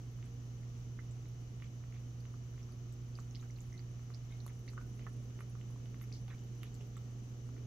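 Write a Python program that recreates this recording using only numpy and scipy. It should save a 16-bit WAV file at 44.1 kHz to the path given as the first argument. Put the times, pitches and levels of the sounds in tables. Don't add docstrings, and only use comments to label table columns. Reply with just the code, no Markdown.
import sys
import numpy as np
from scipy import signal
from scipy.fft import rfft, irfft
from scipy.io import wavfile
from scipy.ndimage import uniform_filter1d

SR = 44100
rng = np.random.default_rng(int(sys.argv[2]) if len(sys.argv) > 2 else 0)


def pcm_store(signal):
    levels = np.round(np.clip(np.atleast_2d(signal), -1, 1) * 32767)
    wavfile.write(sys.argv[1], SR, levels.astype(np.int16).T)


def voltage_ratio(decibels):
    exponent = np.asarray(decibels, float) / 20
    return 10 ** exponent


N = 337982
TIME = np.arange(N) / SR
FREQ = np.maximum(np.arange(N // 2 + 1) * SR / N, 1)
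TOP_HZ = 15740
POP_LAG_S, DROP_LAG_S, SNAP_LAG_S = -.00005, 0, .00003
MOUTH_PAN_DB, PAN_SCATTER_DB = -4, 3.5


def level(x, db):
    return x * voltage_ratio(db) / np.sqrt(np.mean(x ** 2))


def along(table):
    hz, value = np.transpose(table)
    return np.interp(np.log(FREQ), np.log(hz), value)


def sides(pan_db):
    return voltage_ratio(np.array([[.5], [-.5]]) * pan_db)


def walk(rate_hz):
    hold = int(SR / rate_hz)
    steps = np.repeat(rng.standard_normal(N // hold + 1), hold)
    slewed = uniform_filter1d(uniform_filter1d(steps, hold), hold)
    return 1.3 * slewed[:N]


# f/Hz, likeness/0-1
PORT_LIKENESS = [(60, 0.94), (130, 1), (290, 0.95), (640, 0.06), (1410, 0), (3100, 0), (6820, 0.28),
                 (15000, 0.05)]
# f/Hz, left minus right/dB
PORT_BALANCE = [(60, -2.5), (110, -4.5), (200, -5.5), (380, -4.5), (700, -4), (1290, 0), (2380, 2),
                (4400, -1), (8120, 9), (15000, -7.5)]


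def stereo_noise(gain):
    like = np.clip(along(PORT_LIKENESS), -1, 1)
    mid, side = rfft(rng.standard_normal((2, N)))
    pair = np.sqrt(1 + like) * mid + np.sqrt(1 - like) * side * np.array([[1], [-1]])
    return irfft(pair * gain * sides(along(PORT_BALANCE)), N)


# f/Hz, density/dB per Hz
RUMBLE_COLOUR = [(28, -11.5), (43, -1), (52, -12), (70, -3), (90, -6.5), (138, -2.5), (160, -8), (225, -10),
                 (270, -12), (310, -13.5), (335, -15.5), (400, -17), (560, -20.5)]
# t/s, level/dB
RUMBLE_SWELL = [
    (0, -61.5),
    (4.2, -63.5),
    (4.8, -59.5),
    (7.3, -60.5),
    (7.55, -58),
    (7.66, -56.5),
]


def room_rumble():
    colour = voltage_ratio(along(RUMBLE_COLOUR)) / (1 + (FREQ / 620) ** 8)
    upper = 1 / (1 + (185 / FREQ) ** 8)
    s, db = np.transpose(RUMBLE_SWELL)
    swell = voltage_ratio(np.interp(TIME, s, db - db.mean()))
    steady = stereo_noise(colour * (1 - upper))
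    return level(steady + swell * stereo_noise(colour * upper), -54.5)


# f/Hz, density/dB per Hz
AIR_COLOUR = [(290, 6), (500, -6.5), (727, -3.5), (916, -10), (1280, -7.5), (1590, -13), (1800, -12),
              (2510, -13), (2950, -14), (3610, -15.5), (5100, -16), (6150, -8.5), (8090, -31),
              (12100, -29.5), (15700, -31.5)]
# f/Hz, width/Hz, gain/dB
PORT_PEAKS = [(1070, 120, 1.5), (2997, 130, 7.5), (6030, 87, 4.5), (12200, 2200, 4), (7460, 810, 5)]


def air_hiss():
    peaks_db = sum(db / (1 + (2 * (FREQ - hz) / width_hz) ** 2) for hz, width_hz, db in PORT_PEAKS)
    hiss = stereo_noise(voltage_ratio(along(AIR_COLOUR) + peaks_db) / (1 + (520 / FREQ) ** 8))
    return level(hiss, -65.5) * voltage_ratio(.3 * walk(12))


def tone(hz, db, pan_db, wander_db, rate_hz=3.015):
    turns = np.cumsum(hz * np.ones(N)) / SR
    phase = 2 * np.pi * turns + 0.015 * wander_db * walk(rate_hz) + 2 * np.pi * rng.random()
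    strength = np.sqrt(2) * voltage_ratio(db + wander_db * walk(rate_hz))
    return strength * np.sin(phase) * sides(pan_db)


# multiple of twice mains, rms level/dB, left minus right/dB, wander/dB
HUM = [
    (1, -45.8, -2.1, .45),
    (2, -67, -6, 1.1),
    (3, -74.5, -6, 3),
]


def mains_hum(twice_mains_hz=120):
    return sum(tone(k * twice_mains_hz, *rest) for k, *rest in HUM)


# f/Hz, rms level/dB, left minus right/dB, wander/dB, optional wander rate/Hz
MOTOR = [(58.4, -60.5, -1.5, 1.5), (176.4, -70, -3, 3, 9.0), (467.5, -75.5, -2.2, 1.1),
         (270, -78, -4, 3, 8.0)]


def motor_drone():
    return sum(tone(*row) for row in MOTOR)


# t/s, shaft f/Hz, rms level/dB, overtone re shaft/dB
FAN = [
    (0, 206.5, -74, -8),
    (2.5, 205, -76, -8),
    (4.2, 204.6, -76, -8),
    (4.8, 204, -65, -12),
    (6, 203.6, -67, -9),
    (7.66, 203.3, -67, -5),
]


def late_fan():
    s, *columns = np.transpose(FAN)
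    hz, db, over_db = (np.interp(TIME, s, c) for c in columns)
    return tone(hz, db, -3.3, 1.5) + tone(2 * hz, db + over_db, -4, 1.5)


def bursts(table, lag_s, rise, glide, rough, stretch=1, size=512):
    out, t = np.zeros((2, N + size)), np.arange(size) / SR
    grit = rng.standard_normal((len(table), 2, size))
    grit = uniform_filter1d(uniform_filter1d(grit, size=size // 56), size=size // 56)
    for (s, db, hz, cycles, pan_db), noise in zip(table, grit / grit.std()):
        turns = np.maximum(hz * (t - np.array([[0], [lag_s]])), 0)
        life = turns / max(stretch * cycles, .6)
        shape = (1 - np.exp(-(life / rise) ** 2)) * np.exp(-3 * life)
        swing = -np.sin(2 * np.pi * turns * (1 + glide * (np.minimum(life, 2) - .5)))
        at = int(s * SR)
        envelope = voltage_ratio(db) * sides(pan_db) * shape / shape.max()
        out[:, at:at + size] += envelope * swing * (1 + rough * noise)
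    return out[:, :N]


def pops_of(table):
    s, db, hz, cycles = np.transpose(table)
    pan_db = MOUTH_PAN_DB + PAN_SCATTER_DB * (2 * rng.random(len(s)) - 1)
    return np.transpose([s, db, hz, cycles, pan_db])


def ticks_of(table):
    s, db, hz, pan_db = np.transpose(table)
    cycles = np.minimum(4.44 * 2 ** ((-43 - db) / 8), 6.5)
    return np.transpose([s, db, hz, cycles, pan_db])


def aftermath(rows, under_db, within_s, octaves, cycles, count):
    s, db, hz, _, pan_db = np.repeat(rows, count, axis=0).T
    late, pitch, pan = rng.random((len(s), 3)).T
    shed_s = s + .003 + within_s * late
    shed_db = db + under_db - 6 * late
    shed_hz = np.minimum(hz * 2 ** (octaves * (2 * pitch - 1)), TOP_HZ)
    shed_pan_db = pan_db + PAN_SCATTER_DB * (2 * pan - 1)
    shed = np.transpose([shed_s, shed_db, shed_hz, np.full(len(s), cycles), shed_pan_db])
    return np.vstack([rows, shed])


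# t/s, tick level/dB
SPRAY = [
    (0, -75),
    (2.8, -77.5),
    (3.5, -71),
    (4.1, -77.5),
    (4.93, -69.5),
    (5.3, -72.5),
    (6.6, -73.5),
    (7.2, -74.5),
]


def crackle(count=1100):
    place, pitch, pan = rng.random((3, count))
    s = place * TIME[-1]
    size_db = np.minimum(3 * rng.exponential(size=count), 10)
    db = np.interp(s, *np.transpose(SPRAY)) + size_db
    rows = np.transpose([s, db, 6800 * 2 ** (1.15 * pitch), np.full(count, 8.5), 14 * pan - 9])
    return bursts(rows, SNAP_LAG_S, rise=0.69, glide=0.01, rough=0.6, size=256)


# t/s, length/s, centre f/Hz, spread/octaves, peak level/dB
SLOSH = [(.235, 0.044, 2580, 0.27, -71), (1.611, 0.06, 2500, 0.32, -65), (1.935, 0.061, 2540, 0.27, -68),
         (2.584, 0.034, 2820, 0.3, -71), (4.289, 0.052, 2600, 0.27, -68), (4.99, 0.072, 2560, 0.33, -66.5),
         (6.02, .03, 2000, 0.3, -71), (6.13, 0.051, 4620, .2, -61), (6.283, 0.067, 1900, 0.5, -63),
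         (6.635, .05, 2800, .3, -70), (3.429, 0.033, 1410, .3, -70), (6.79, .05, 3000, .2, -72),
         (4.465, 0.059, 1500, 0.58, -69), (7.561, 0.037, 1690, 0.34, -72)]


def slosh(count=24):
    rows = []
    for s, length_s, hz, octaves, db in SLOSH:
        place = rng.random(count)
        pitch, size, pan = rng.standard_normal((3, count))
        bubble_db = db - 24 * (place - .4) ** 2 + 2 * size
        bubble_hz = np.minimum(hz * 2 ** (octaves * pitch), TOP_HZ)
        cycles = np.full(count, hz * 0.0039)
        rows += zip(s + length_s * place, bubble_db, bubble_hz, cycles, 4 * pan - 2)
    return bursts(rows, POP_LAG_S, rise=0.4, glide=0.1, rough=0.6)


# t/s, peak level/dB, f/Hz, decay/cycles, left minus right/dB
RINGS = [(.9905, -58, 2040, 60, -5), (1.626, -62, 2400, 50, -2), (2.722, -63, 4600, 30, -5),
         (3.501, -60, 2110, 18, 5), (3.74, -64, 2050, 90, 0), (4.31, -66, 2170, 210, 3),
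         (4.32, -65, 3750, 110, -2), (4.786, -64, 1470, 170, 1), (5.067, -52, 1286, 26, -12),
         (5.068, -58, 1750, 45, -8), (5.067, -60, 840, 16, -6), (6.972, -60, 1200, 10, -3),
         (6.80, -60, 410, 40, -4)]


def bowl_rings():
    return bursts(RINGS, POP_LAG_S, rise=.1, glide=.003, rough=.6, size=4096)


# t/s, peak level/dB, f/Hz, left minus right/dB
SNAPS = [(.2557, -63, 10260, -12), (1.2863, -65, 11300, -8), (2.2062, -59, 11830, -5),
         (2.7205, -61, 10530, -10), (2.9253, -63, 12500, -12), (3.6177, -59, 12350, -1.5),
         (4.3722, -69, 11000, -12), (4.46, -61, 12900, -16), (4.465, -43, 10900, -2),
         (4.5926, -60, 12940, -5), (4.8652, -63, 12840, -7), (4.9516, -66, 12200, .3),
         (5.4065, -54, 10700, 0), (5.4968, -61, 10000, -5), (5.7027, -61, 10000, -1.5),
         (5.707, -63, 10600, -1), (6.0141, -64, 12150, -2.5), (6.0184, -46, 12000, -1),
         (6.1194, -67, 10460, 1.5), (6.5549, -61, 12200, -4), (6.6327, -53.5, 10900, -10),
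         (6.8706, -57, 14250, 4), (6.9698, -54, 12280, -4), (3.2058, -64, 12600, 3), (4.61, -69, 12000, -4),
         (4.701, -64, 11500, -5), (4.735, -68, 10800, -1), (6.345, -68, 10600, -4), (6.439, -61, 12200, -4),
         (6.749, -57, 12400, 3)]


def film_snaps():
    films = aftermath(ticks_of(SNAPS), under_db=-19, within_s=0.027, octaves=0.1, cycles=13, count=5)
    return voltage_ratio(-1.5) * bursts(films, SNAP_LAG_S, rise=0.24, glide=0.0095, rough=1.0, stretch=3.1)


# t/s, peak level/dB, f/Hz, left minus right/dB
DROPS = [(.243, -59, 7450, 8), (.7679, -61, 6500, 9), (1.1112, -53, 7350, 8), (2.2038, -58, 4530, -9),
         (2.6299, -51, 5700, -3), (2.9243, -56, 7730, 9), (3.1537, -45.5, 4700, -2), (3.202, -50, 6600, -3),
         (3.3099, -50, 6100, -4), (3.3555, -42, 4820, -6), (3.397, -56, 3800, -4),
         (3.4121, -50, 6530, -2.5), (3.508, -50, 5900, -8), (3.5615, -58, 4170, -10),
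         (3.6055, -47.5, 6860, -11), (3.7284, -49, 5950, -5), (3.7781, -54, 4140, -11),
         (3.7933, -50, 4600, -4), (4.1393, -53, 4200, -9), (4.1459, -42, 5040, -7), (4.4031, -53, 4150, -8),
         (4.4786, -52, 6700, -3), (4.6784, -55, 3970, -2.5), (4.6889, -49, 4480, -6), (4.465, -52, 6860, 2),
         (6.1256, -42, 4700, 2), (6.6322, -56, 7200, 9), (6.7427, -50, 7250, 8), (6.7489, -61, 5850, 1),
         (6.9681, -50.5, 7460, 9), (3.1955, -55, 7550, 0), (3.1955, -58, 4280, -3), (3.203, -60, 5000, -3),
         (4.4031, -54, 5800, 0), (6.04, -55, 5800, 0), (6.127, -47, 5800, 7), (6.138, -52, 4400, -2),
         (6.14, -57, 5400, 0), (6.392, -54, 6800, 3), (6.345, -59, 7100, 3), (6.75, -56, 4400, -1),
         (6.811, -58, 5530, 0), (4.465, -57, 4230, -3), (4.479, -60, 3400, -3), (5.258, -64, 4600, -3),
         (.633, -67, 4300, -1), (1.256, -66, 3800, -3), (2.7205, -61, 4600, -4)]


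def droplet_ticks():
    droplets = aftermath(ticks_of(DROPS), under_db=-19, within_s=.012, octaves=0.2, cycles=12, count=1)
    return voltage_ratio(-1.5) * bursts(droplets, DROP_LAG_S, rise=.5, glide=.02, rough=.2, stretch=1.3)


# t/s, peak level/dB, f/Hz, decay/cycles
BLIPS = [(1.628, -67, 2120, 5.4), (1.644, -61, 2200, 6), (3.349, -52, 4100, 12), (3.349, -56, 5100, 9),
         (3.349, -61, 6200, 10), (3.3555, -53, 3200, 6.5), (3.361, -59, 4500, 8), (3.364, -60, 2080, 8),
         (4.6785, -54, 5830, 11), (4.684, -52, 4140, 8), (4.6885, -53, 5600, 12), (4.693, -56, 2010, 5),
         (4.7805, -50, 1330, 9), (4.813, -59, 2300, 4), (6.281, -57, 800, 4.8), (6.288, -62, 2500, 6),
         (6.293, -63, 3420, 14), (6.298, -59, 1200, 5), (6.300, -61, 3420, 12), (6.302, -58, 2400, 6),
         (6.306, -58, 2200, 7), (6.308, -62.5, 3850, 30), (6.310, -59, 1850, 7.4), (6.311, -58, 1030, 6),
         (6.321, -57, 2060, 7.4), (6.325, -60, 1330, 4.3), (6.331, -60, 1870, 7), (6.335, -61, 2220, 6),
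         (6.340, -58, 1200, 3.2), (6.345, -59, 2250, 12), (6.392, -63, 2880, 12), (6.616, -60, 2970, 8.8),
         (6.630, -56, 2700, 3), (6.6375, -53, 2200, 3.1), (6.644, -57, 2900, 5), (6.665, -60, 4250, 8),
         (6.957, -65, 3450, 12), (6.9685, -53.5, 1230, 4.1), (6.978, -63, 2050, 5), (5.409, -62, 2330, 14),
         (6.632, -51, 1150, 3.1), (6.81, -56, 700, 1.8), (6.018, -62, 2000, 20), (3.178, -58, 2500, 6),
         (3.144, -61, 3000, 5), (3.427, -61, 2360, 5), (4.4795, -61, 2100, 5.5), (6.678, -61, 3800, 12),
         (6.04, -61, 2300, 6), (5.998, -60, 3400, 3)]


def bubble_blips():
    return bursts(pops_of(BLIPS), POP_LAG_S, rise=.5, glide=.03, rough=.15)


# t/s, peak level/dB, f/Hz, decay/cycles
POPS = [(.2274, -46.5, 2140, 1.2), (.9899, -45, 1580, 2.8), (1.6228, -44.5, 1840, 1.7),
        (1.8385, -51.5, 1690, 1.3), (1.9248, -51, 2050, 1.9), (2.3407, -51.5, 1160, 2),
        (3.1878, -42, 1070, 1.23), (3.349, -48, 2700, 2.4), (3.4285, -51.5, 1350, 1.6),
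        (3.7929, -53.5, 2010, 2.6), (4.103, -47.5, 1150, 1.1), (4.4637, -44.5, 880, 1.5),
        (4.4793, -46, 1500, 0.49), (4.6783, -50.5, 1960, 4.6), (4.6843, -51.5, 2450, 5.9),
        (4.778, -38.5, 1350, 2.7), (4.9941, -47, 2110, 1.4), (5.0698, -42.5, 1470, 1.9),
        (5.391, -45, 1540, 0.9), (5.4068, -37.5, 1330, 0.97), (5.5526, -51, 1080, 1.3),
        (5.9442, -46, 1580, 0.8), (6.0135, -40.5, 1710, 0.57), (6.281, -44.5, 2300, 0.76),
        (6.6325, -37.5, 2350, 1.07), (6.8095, -52, 2650, 3.2), (6.9678, -48, 1450, 1.1),
        (6.9764, -54, 3400, 4.6)]
# t/s, peak level/dB, f/Hz, decay/cycles
SMACKS = [(.188, -58, 1350, 2), (.633, -59, 1900, 2.7), (1.256, -53.5, 1690, 1.2), (1.601, -50, 2400, 1.2),
          (1.6352, -56, 2300, 8), (1.9419, -56, 2270, 3.4), (2.254, -46.5, 1900, 0.66),
          (2.54, -58, 1480, 3.7), (2.579, -51, 1880, 1.4), (2.69, -58, 1200, 2.4), (2.86, -63, 1300, 2.2),
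          (3.4255, -52, 1400, 1.6), (3.5859, -55.5, 2420, 3.6), (3.7244, -57, 1940, 7.1),
          (3.7395, -58, 1890, 5.4), (4.4945, -58, 2140, 5.6), (4.7336, -53, 1250, 2.2),
          (4.7692, -57, 1250, 6.3), (4.812, -54, 800, 2.1), (5.0668, -39.5, 1100, 0.86),
          (5.6127, -48, 2560, 1.8), (5.76, -53, 885, 2.3), (5.8578, -48.5, 2700, 1.2),
          (6.1188, -54, 2340, 6.3), (6.3812, -56, 3200, 2.6), (7.4905, -54, 1130, 1.8),
          (7.566, -55.5, 1630, 1.9), (3.994, -52.5, 1400, 0.9), (5.306, -60, 3080, 4),
          (5.7015, -57, 890, 2.3)]


def tongue_pops(echo_s=.00124, echo_db=-7):
    pops = aftermath(pops_of(POPS), under_db=-28.0, within_s=0.01, octaves=0.2, cycles=0.93, count=2)
    pockets = np.vstack([pops, pops_of(SMACKS)])
    bare = bursts(pockets, POP_LAG_S, rise=.35, glide=.08, rough=.15, stretch=1.15)
    echo = np.roll(bare, int(echo_s * SR), axis=1)
    return voltage_ratio(-0.5) * (bare - voltage_ratio(echo_db) * echo)


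def echoes(t60_s, patchy_db=4, gap_s=.0025):
    t = TIME[:SR // 4]
    patches = np.repeat(rng.standard_normal((2, len(t) // 32 + 1)), 32, axis=1)[:, :len(t)]
    scatter = rng.standard_normal((2, len(t))) * voltage_ratio(patchy_db * patches)
    tail = scatter * 1000. ** (-t / t60_s) * np.clip(t / gap_s - .5, 0, 1)
    return tail / np.sqrt(np.sum(tail ** 2, axis=1, keepdims=True))


def lapping():
    pops = tongue_pops() + bubble_blips() + slosh()
    ticks = droplet_ticks() + film_snaps() + crackle()
    low_room = voltage_ratio(-5.5) * signal.fftconvolve(pops, echoes(t60_s=0.13), axes=1)
    high_room = voltage_ratio(-5) * signal.fftconvolve(ticks, echoes(t60_s=0.09), axes=1)
    return pops + bowl_rings() + ticks + (low_room + high_room)[:, :N]


def scene():
    air = room_rumble() + air_hiss()
    fridge = mains_hum() + motor_drone() + late_fan()
    return air + fridge + lapping()


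def band_limit(x):
    return signal.sosfilt(signal.butter(12, 15990, fs=SR, output="sos"), x)


def record(dry):
    notch_hz, width_hz, depth_db = 9050, 800, -7
    notch_db = depth_db / (1 + (2 * (FREQ - notch_hz) / width_hz) ** 2)
    heard = irfft(rfft(dry) * voltage_ratio(notch_db) * (FREQ < TOP_HZ), N)
    return band_limit(heard)


dry = scene()
out = record(dry)
pcm_store(out)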